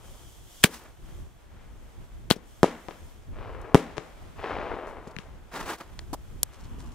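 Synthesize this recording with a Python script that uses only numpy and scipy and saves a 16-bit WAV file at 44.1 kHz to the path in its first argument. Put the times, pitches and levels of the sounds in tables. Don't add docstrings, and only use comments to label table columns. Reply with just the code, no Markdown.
import sys
import numpy as np
from scipy import signal
from scipy.fft import rfft, irfft, next_fast_len
from scipy.io import wavfile
from scipy.ndimage import uniform_filter1d

SR = 44100
rng = np.random.default_rng(int(sys.argv[2]) if len(sys.argv) > 2 else 0)


def master(y):
    cut = np.clip(np.atleast_2d(y).T, -1, 1)
    pcm = np.round(cut * 32767)
    wavfile.write(sys.argv[1], SR, pcm.astype(np.int16))


N = 306054
TIME = np.arange(N) / SR

# start_s, level_db, overpressure_ms, rise_ms, pan_db, wall_send_db
BANGS = [(0.6437, 3.5, 1.25, 0.035, 3.5, -13), (2.3056, -2.5, 0.22, 0.015, 16.5, -23.5),
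         (2.311, -1, 1.4, 0.071, 10, -15.5), (2.363, -26, 0.8, 1, 8, -12),
         (2.6314, 11, 0.7, 0.047, 2, -9.5), (2.6420, -1, 0.27, 0.63, 3.5, -31),
         (2.8852, -24, 1.1, 0.082, 13.5, 0.5), (2.8889, -24, 0.11, 0.65, 9.5, -10),
         (2.9095, -28, 0.21, 0.11, 4.5, 7), (3.387, -30.5, 0.36, 0.2, 8, 2.5),
         (3.5488, -30, 0.21, 0.23, 6.5, 6), (3.6446, -31, 0.27, 0.24, 9, 9),
         (3.7458, 17, 1.08, 0.045, 2.5, -14), (3.7527, 7, 0.61, 0.61, 8, -20),
         (3.9694, -25, 0.42, 0.068, 8, 9), (3.981, -15, 0.63, 0.07, 12.5, -6),
         (4.4421, -16, 0.36, 0.17, 1, 3.5), (4.587, -18.5, 0.73, 0.14, 1.5, -18),
         (4.6297, -21, 0.36, 0.32, 1.5, -7), (5.0725, -26.5, 3.6, 0.26, 5.5, 0.5),
         (5.1664, -35, 0.19, 0.15, 18, -23), (5.1866, -29.5, 0.16, 0.067, 5.5, 9),
         (5.9917, -26, 0.17, .04, 7, -14)]


def undb(db):
    return np.exp(np.log(10) / 20 * np.asarray(db))


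def unit(x):
    return x / np.sqrt(np.mean(x ** 2))


def colour(x, points):
    hz, db = np.transpose(points)
    size = next_fast_len(N, real=True)
    bins_hz = np.maximum(np.fft.rfftfreq(size, 1 / SR), 1)
    curve = undb(np.interp(np.log(bins_hz), np.log(hz), db))
    return unit(irfft(rfft(x, size) * curve, size)[..., :N])


def butter(x, hz, kind, order=2):
    sos = signal.butter(order, np.minimum(hz, SR / 2 - 100), kind, fs=SR, output="sos")
    return signal.sosfilt(sos, x)


def pan(db):
    return undb(np.array([[db], [-db]]) / 2)


def delay(x, lag_s):
    size = next_fast_len(len(x))
    turn = np.exp(-2j * np.pi * np.fft.rfftfreq(size, 1 / SR) * lag_s)
    return irfft(rfft(x, size) * turn, size)[:len(x)]


def ports(x, lag_s):
    return np.array([x, delay(x, lag_s)])


def walk(rate_hz):
    step = int(SR / rate_hz)
    stairs = np.repeat(rng.standard_normal(N // step + 1), step)
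    return unit(uniform_filter1d(uniform_filter1d(stairs, step), step)[:N])


def grains(per_s, spread_db):
    chance, size = rng.random(N), rng.standard_normal(N)
    out, hit = np.zeros(N), np.flatnonzero(chance < per_s / SR)
    out[hit] = np.sign(chance[hit] - per_s / SR / 2) * undb(spread_db * np.clip(size[hit], -2, 2))
    return out


def shower(per_s, spread_db, lag_s, diffuse_hz):
    shared, left, right = (unit(grains(per_s, spread_db)) for _ in range(3))
    return ports(shared, lag_s) + 1.4 * butter(np.array([left, right]), diffuse_hz, "high", order=1)


def add(out, start_s, sound):
    i = int(start_s * SR)
    out[..., i:i + sound.shape[-1]] += sound[..., :N - i]


def swell(start_s, db, attack_s, hold_s, fade_db_per_s):
    out, first = np.zeros(N), max(int(start_s * SR), 0)
    length = int(SR * (attack_s + hold_s + 60 / fade_db_per_s))
    age = TIME[first:first + length] - start_s
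    fade_db = fade_db_per_s * np.maximum(age - attack_s - hold_s, 0)
    add(out, first / SR, np.clip(age / attack_s, 0, 1) * undb(db - fade_db))
    return out


def together(envelopes):
    return np.sqrt(sum(e ** 2 for e in envelopes))


def wind(breeze_db=-52.5, eddy_db=3):
    # freq_hz, gain_db
    wind_eq = [(12, -34), (20, -2), (53, -3.5), (93, -9), (177, -18.5), (312, -24), (348, -21),
               (500, -38.5), (650, -58), (1100, -120)]
    # start_s, level_db, hold_s
    gusts = [(-0.1, -49, 0.46), (0.98, -43, 0.12), (1.45, -49.5, 0.5), (2.03, -44, 0.087),
             (3.23, -41, 0.27), (4.17, -44.5, 0.03), (4.456, -40.5, 0.19), (5.219, -47, 0.069),
             (5.815, -41.5, 0.46), (6.532, -40.5, 0.24)]
    swells = [swell(s, db, attack_s=0.1, hold_s=hold_s, fade_db_per_s=80) for s, db, hold_s in gusts]
    buffet = colour(rng.standard_normal((2, N)), wind_eq)
    return buffet * together([undb(breeze_db), *swells]) * undb(eddy_db * walk(21)) * pan(0.5)


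def distant_rumble(flicker_db, bed_db=-60, linger_db=-68.5):
    # freq_hz, gain_db
    rumble_eq = [(100, -13), (250, -2.5), (600, -1), (1200, -6), (2500, -12), (5000, -22), (15000, -37.5)]
    tails = [swell(s, db + linger_db, attack_s=0.1, hold_s=0, fade_db_per_s=9)
             for s, db, *_ in BANGS if db > 0]
    rumble = colour(shower(per_s=5000, spread_db=3.5, lag_s=2e-5, diffuse_hz=100), rumble_eq)
    return rumble * together([undb(bed_db), *tails]) * undb(flicker_db)


def sparks(flicker_db, bed_db=-69.5):
    # freq_hz, gain_db
    hiss_eq = [(1200, -9.5), (2300, -4.5), (2750, -2), (3100, 7.5), (3400, 7), (3850, -1.5), (4600, -1.5),
               (6000, 2.5), (8000, 1.5), (9800, -1), (11200, -2), (13500, -2), (15500, -6)]
    # start_s, level_db, attack_s, hold_s
    showers = [(-0.05, -56.5, 0.11, 0.28), (0.35, -51.5, 0.27, 0.027), (0.93, -62.5, 0.16, 0.11),
               (1.55, -70, 0.2, 0.5), (2.4, -62, 0.09, 0.62), (3.85, -67, 0.21, 0.34),
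               (5.7, -66.5, 0.3, 0.88)]
    swells = [swell(*row, fade_db_per_s=55.5) for row in showers]
    hiss = colour(shower(per_s=18000, spread_db=4, lag_s=2.2e-5, diffuse_hz=1500), hiss_eq)
    return hiss * together([undb(bed_db), *swells]) * undb(flicker_db)


def far_echoes(slap_db=1, darken_db_per_s=43):
    # freq_hz, gain_db
    echo_eq = [(60, -28), (130, -19), (280, -3), (460, 1.5), (750, -1), (1050, -1.5), (2000, -8.5),
               (3000, -13.5), (5000, -25), (9000, -41), (15000, -69)]
    # start_s, level_db, attack_s, hold_s, treble_db
    rolls = [(-0.05, -58.5, 0.05, 0.17, 4), (1.02, -61, 0.063, 0.01, 7.5), (1.4, -66.5, 0.28, 0.34, 18),
             (3.31, -43.5, 0.13, 0.23, 2), (4.356, -33, 0.16, 0.21, 4.5), (6.425, -64, 0.12, 0.37, 16.5)]
    trees = unit(grains(per_s=4000, spread_db=-1.5))
    facades = butter(unit(grains(per_s=260, spread_db=3)), 2500, "low")
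    roll = colour(trees + undb(slap_db) * facades, echo_eq)
    low = butter(roll, 1300, "low", order=1)
    out = 0
    for s, db, attack_s, hold_s, treble_db in rolls:
        treble = undb(treble_db - darken_db_per_s * np.maximum(TIME - s, 0))
        out += swell(s, db, attack_s, hold_s, fade_db_per_s=41.5) * (low + (roll - low) * treble)
    return ports(out, lag_s=3e-5) * pan(4.5)


def crackles(fizz_hz=11000, width=0.66):
    # start_s, level_db, hold_ms, decay_ms, low_hz, high_hz, fizz_db, pan_db, lag_us
    clusters = [(0.6315, -29.5, 5, 2, 1400, 3600, 3, 3, 8),
                (0.6384, -3.5, 2.3, 2.3, 1350, 3600, 1.5, 0.5, 4.5),
                (0.6434, -9, 0.8, 0.4, 1500, 3500, 3, 1.5, 8),
                (0.644, -26.5, 12.1, 9.2, 480, 4025, 5, 6, 10.5),
                (2.3018, -25.5, 4.7, 3.9, 665, 4700, 8, 11, 21),
                (2.3105, -6.5, 0.54, 0.58, 2514, 4350, -13.5, 5, 61),
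                (2.316, -27.5, 6, 8.2, 700, 4400, 2, 5, 33), (2.359, -54, 8, 5.4, 2516, 8000, -2, 4, 28),
                (3.6150, -56, 2, 2.6, 4000, 9000, 6, 7, 27),
                (4.8680, -68, 29.6, 20, 3000, 9000, 4, 16.5, 16.2),
                (5.073, -56.5, 6.4, 6.8, 2530, 8000, -3.5, -4.5, 26),
                (5.1100, -61, 6.5, 3.6, 2550, 7860, -5, -7, 24),
                (5.165, -31, 0.31, 0.46, 1410, 3000, -28, 15, 57),
                (5.1866, -30.5, 0.3, 0.4, 1200, 3220, -22, 14.5, 93),
                (5.9914, -32, 0.4, 1.6, 1100, 4790, -20.5, 5.5, 56),
                (6.131, -32, 12.8, 3.9, 450, 1060, -5, 0, 55),
                (6.4313, -9, 0.13, 1.46, 5070, 13100, 0, 1.5, 28),
                (6.4322, -31, 0.68, 2.1, 400, 3560, -14, 2, 22)]
    out, t_ms = np.zeros((2, N)), TIME[:SR // 5] * 1000
    for s, db, hold_ms, decay_ms, low_hz, high_hz, fizz_db, pan_db, lag_us in clusters:
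        envelope = np.exp(-np.maximum(t_ms - hold_ms, 0) / decay_ms)
        snaps, side = rng.standard_normal((2, len(t_ms))) * envelope
        ring = unit(butter(snaps, [low_hz, high_hz], "band"))
        wide_snaps = snaps + width * side * np.array([[1], [-1]])
        fizz = unit(butter(wide_snaps, [low_hz, fizz_hz], "band", order=1))
        left, right = unit(ring + undb(fizz_db) * fizz) * np.sqrt(np.mean(envelope ** 2))
        add(out, s, np.array([left, delay(right, lag_us / 1e6)]) * undb(db) * pan(pan_db))
    return out


def wall_response(spread_db=2.0):
    # centre_hz, level_db, t60_s
    bands = [(100, -10, .3), (200, -3.5, 0.52), (400, -0.5, .4), (804.7, -2.5, .45), (1630, -4, 0.56),
             (2970, -3.5, .38), (6900, -3, .33), (12800, -1.5, .3)]
    t, tail = TIME[:SR], 0
    sizes = unit(undb(spread_db * np.clip(walk(1400)[:SR], -1.7, 1.7)))
    for hz, db, t60_s in bands:
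        octave = [hz / np.sqrt(2), hz * np.sqrt(2)]
        mid, side = butter(rng.standard_normal((2, SR)) * sizes, octave, "band")
        width = np.clip(0.067 + hz / 9000, 0, 1) * np.array([[1], [-1]])
        tail += (mid + width * side) * undb(db) * np.exp(-np.log(1000) * t / t60_s)
    build_up = 1 - np.exp(-t / 0.0027)
    early_boost = 1 + 2.6 * np.exp(-t / 0.0077)
    return tail * build_up * early_boost


def bangs(reverb_db=-36, low_cut_hz=175):
    direct, wall_send, t = np.zeros((2, N)), np.zeros((2, N)), TIME[:SR // 20]
    for s, db, overpressure_ms, rise_ms, pan_db, wall_send_db in BANGS:
        age = t * 1000 / overpressure_ms
        blast = (1 - age) * np.exp(-age)
        front = signal.windows.hann(max(int(rise_ms * SR / 500), 1) + 2)
        blast = np.convolve(blast, front / front.sum())
        blast = blast / blast.max() * undb(db) * pan(pan_db)
        add(direct, s, blast)
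        add(wall_send, s, blast * undb(wall_send_db))
    arrived = np.array([direct[0], delay(direct[1], lag_s=2e-5)])
    reverb = signal.fftconvolve(wall_send, wall_response(), axes=1)[:, :N]
    return butter(arrived + undb(reverb_db) * reverb, low_cut_hz, "high")


def thuds(decay_s=0.0043):
    # start_s, level_db, pitch_hz, pan_db
    hits = [(0.6448, -11.5, 209, -4), (2.3112, -17.5, 200, 8), (2.8849, -28, 325, 7),
            (3.746, -19.5, 295, -6), (3.983, -26.5, 166, 10), (5.075, -37, 260, 6), (5.167, -30, 171, 12),
            (5.1889, -33, 179, 15), (6.1302, -23, 298, -0.5), (6.433, -33, 127, 1)]
    out, t = np.zeros((2, N)), TIME[:SR // 10]
    for s, db, hz, pan_db in hits:
        body = -np.sin(2 * np.pi * hz * t) * np.exp(-t / decay_s)
        add(out, s, body * undb(db) * pan(pan_db))
    return out


def rustles(flutter_db=2.55, tail_db=-26.5):
    # freq_hz, gain_db
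    whoosh_eq = [(60, -31), (130, -9), (330, -2.5), (550, -6), (950, -2.5), (1600, -7.5), (3300, -17),
                 (7000, -21), (12000, -25.5), (15500, -27)]
    # start_s, level_db, attack_s, hold_s, fade_db_per_s, treble_db
    whooshes = [(0.692, -52, 0.049, 0.012, 330, 15), (0.773, -47.5, 0.097, 0.0055, 380, -20),
                (5.51, -33.5, 0.059, 0.041, 325, -6.5), (5.65, -32, 0.033, 0.039, 398, -4),
                (5.781, -59, 0.004, 0.0024, 903, 11.5), (5.8, -34.5, 0.0083, 0.003, 1099.5, -11.5)]
    grit = shower(per_s=14000, spread_db=6.0, lag_s=3.6e-5, diffuse_hz=5960)
    rustle = colour(grit, whoosh_eq) * undb(flutter_db * walk(120))
    low = butter(rustle, 3000, "low", order=1)
    out = 0
    for s, db, attack_s, hold_s, fade_db_per_s, treble_db in whooshes:
        body = swell(s, db, attack_s, hold_s, fade_db_per_s)
        tail = swell(s, db + tail_db, attack_s, hold_s, fade_db_per_s=36.5)
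        out += together([body, tail]) * (low + (rustle - low) * undb(treble_db))
    return out * pan(0.5)


def far_bursts():
    # freq_hz, gain_db
    roll_eq = [(80, -11), (230, 9), (340, 0.5), (500, -13), (950, -4), (1500, -14.5), (2300, -27),
               (2950, -17.5), (4500, -58), (15000, -54)]
    roll = colour(shower(per_s=1800, spread_db=6.5, lag_s=2e-5, diffuse_hz=1490), roll_eq)
    return roll * swell(start_s=6.47, db=-48.5, attack_s=0.34, hold_s=0.032, fade_db_per_s=39.5)


def glitter():
    # start_s, level_db
    flurries = [(6.52, -58.5), (6.585, -60.5), (6.63, -59.5), (6.785, -52.5), (6.845, -60.5),
                (6.905, -60.5)]
    pops = butter(shower(per_s=730, spread_db=9.5, lag_s=3e-5, diffuse_hz=4910), [1800, 8000], "band")
    swells = [swell(s, db, attack_s=0.014, hold_s=0.0082, fade_db_per_s=395) for s, db in flurries]
    return unit(pops) * together(swells)


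def scene():
    events = bangs() + crackles() + thuds() + far_echoes() + rustles() + glitter() + far_bursts()
    breeze = wind()
    flicker_db = walk(18)
    return events + breeze + distant_rumble(flicker_db) + sparks(flicker_db / 2)


def record(dry, ceiling=0.78, knee_db=-22, release_db_per_s=60, squeeze=0.4, top_hz=15550):
    clipped = dry / (1 + (dry / ceiling) ** 8) ** (1 / 8)
    power = signal.lfilter([1], [SR / 20, 1 - SR / 20], np.mean(clipped ** 2, axis=0))
    level_db = 10 * np.log10(power + 1e-12)
    release_db = release_db_per_s * TIME
    held_db = np.maximum.accumulate(level_db + release_db) - release_db
    duck_db = butter(squeeze * np.maximum(held_db - knee_db, 0), 2.7, "low", order=1)
    high_cut = signal.ellip(8, 0.2, 70, top_hz, fs=SR, output="sos")
    return signal.sosfilt(high_cut, clipped * undb(-duck_db))


dry = scene()
out = record(dry)
master(out)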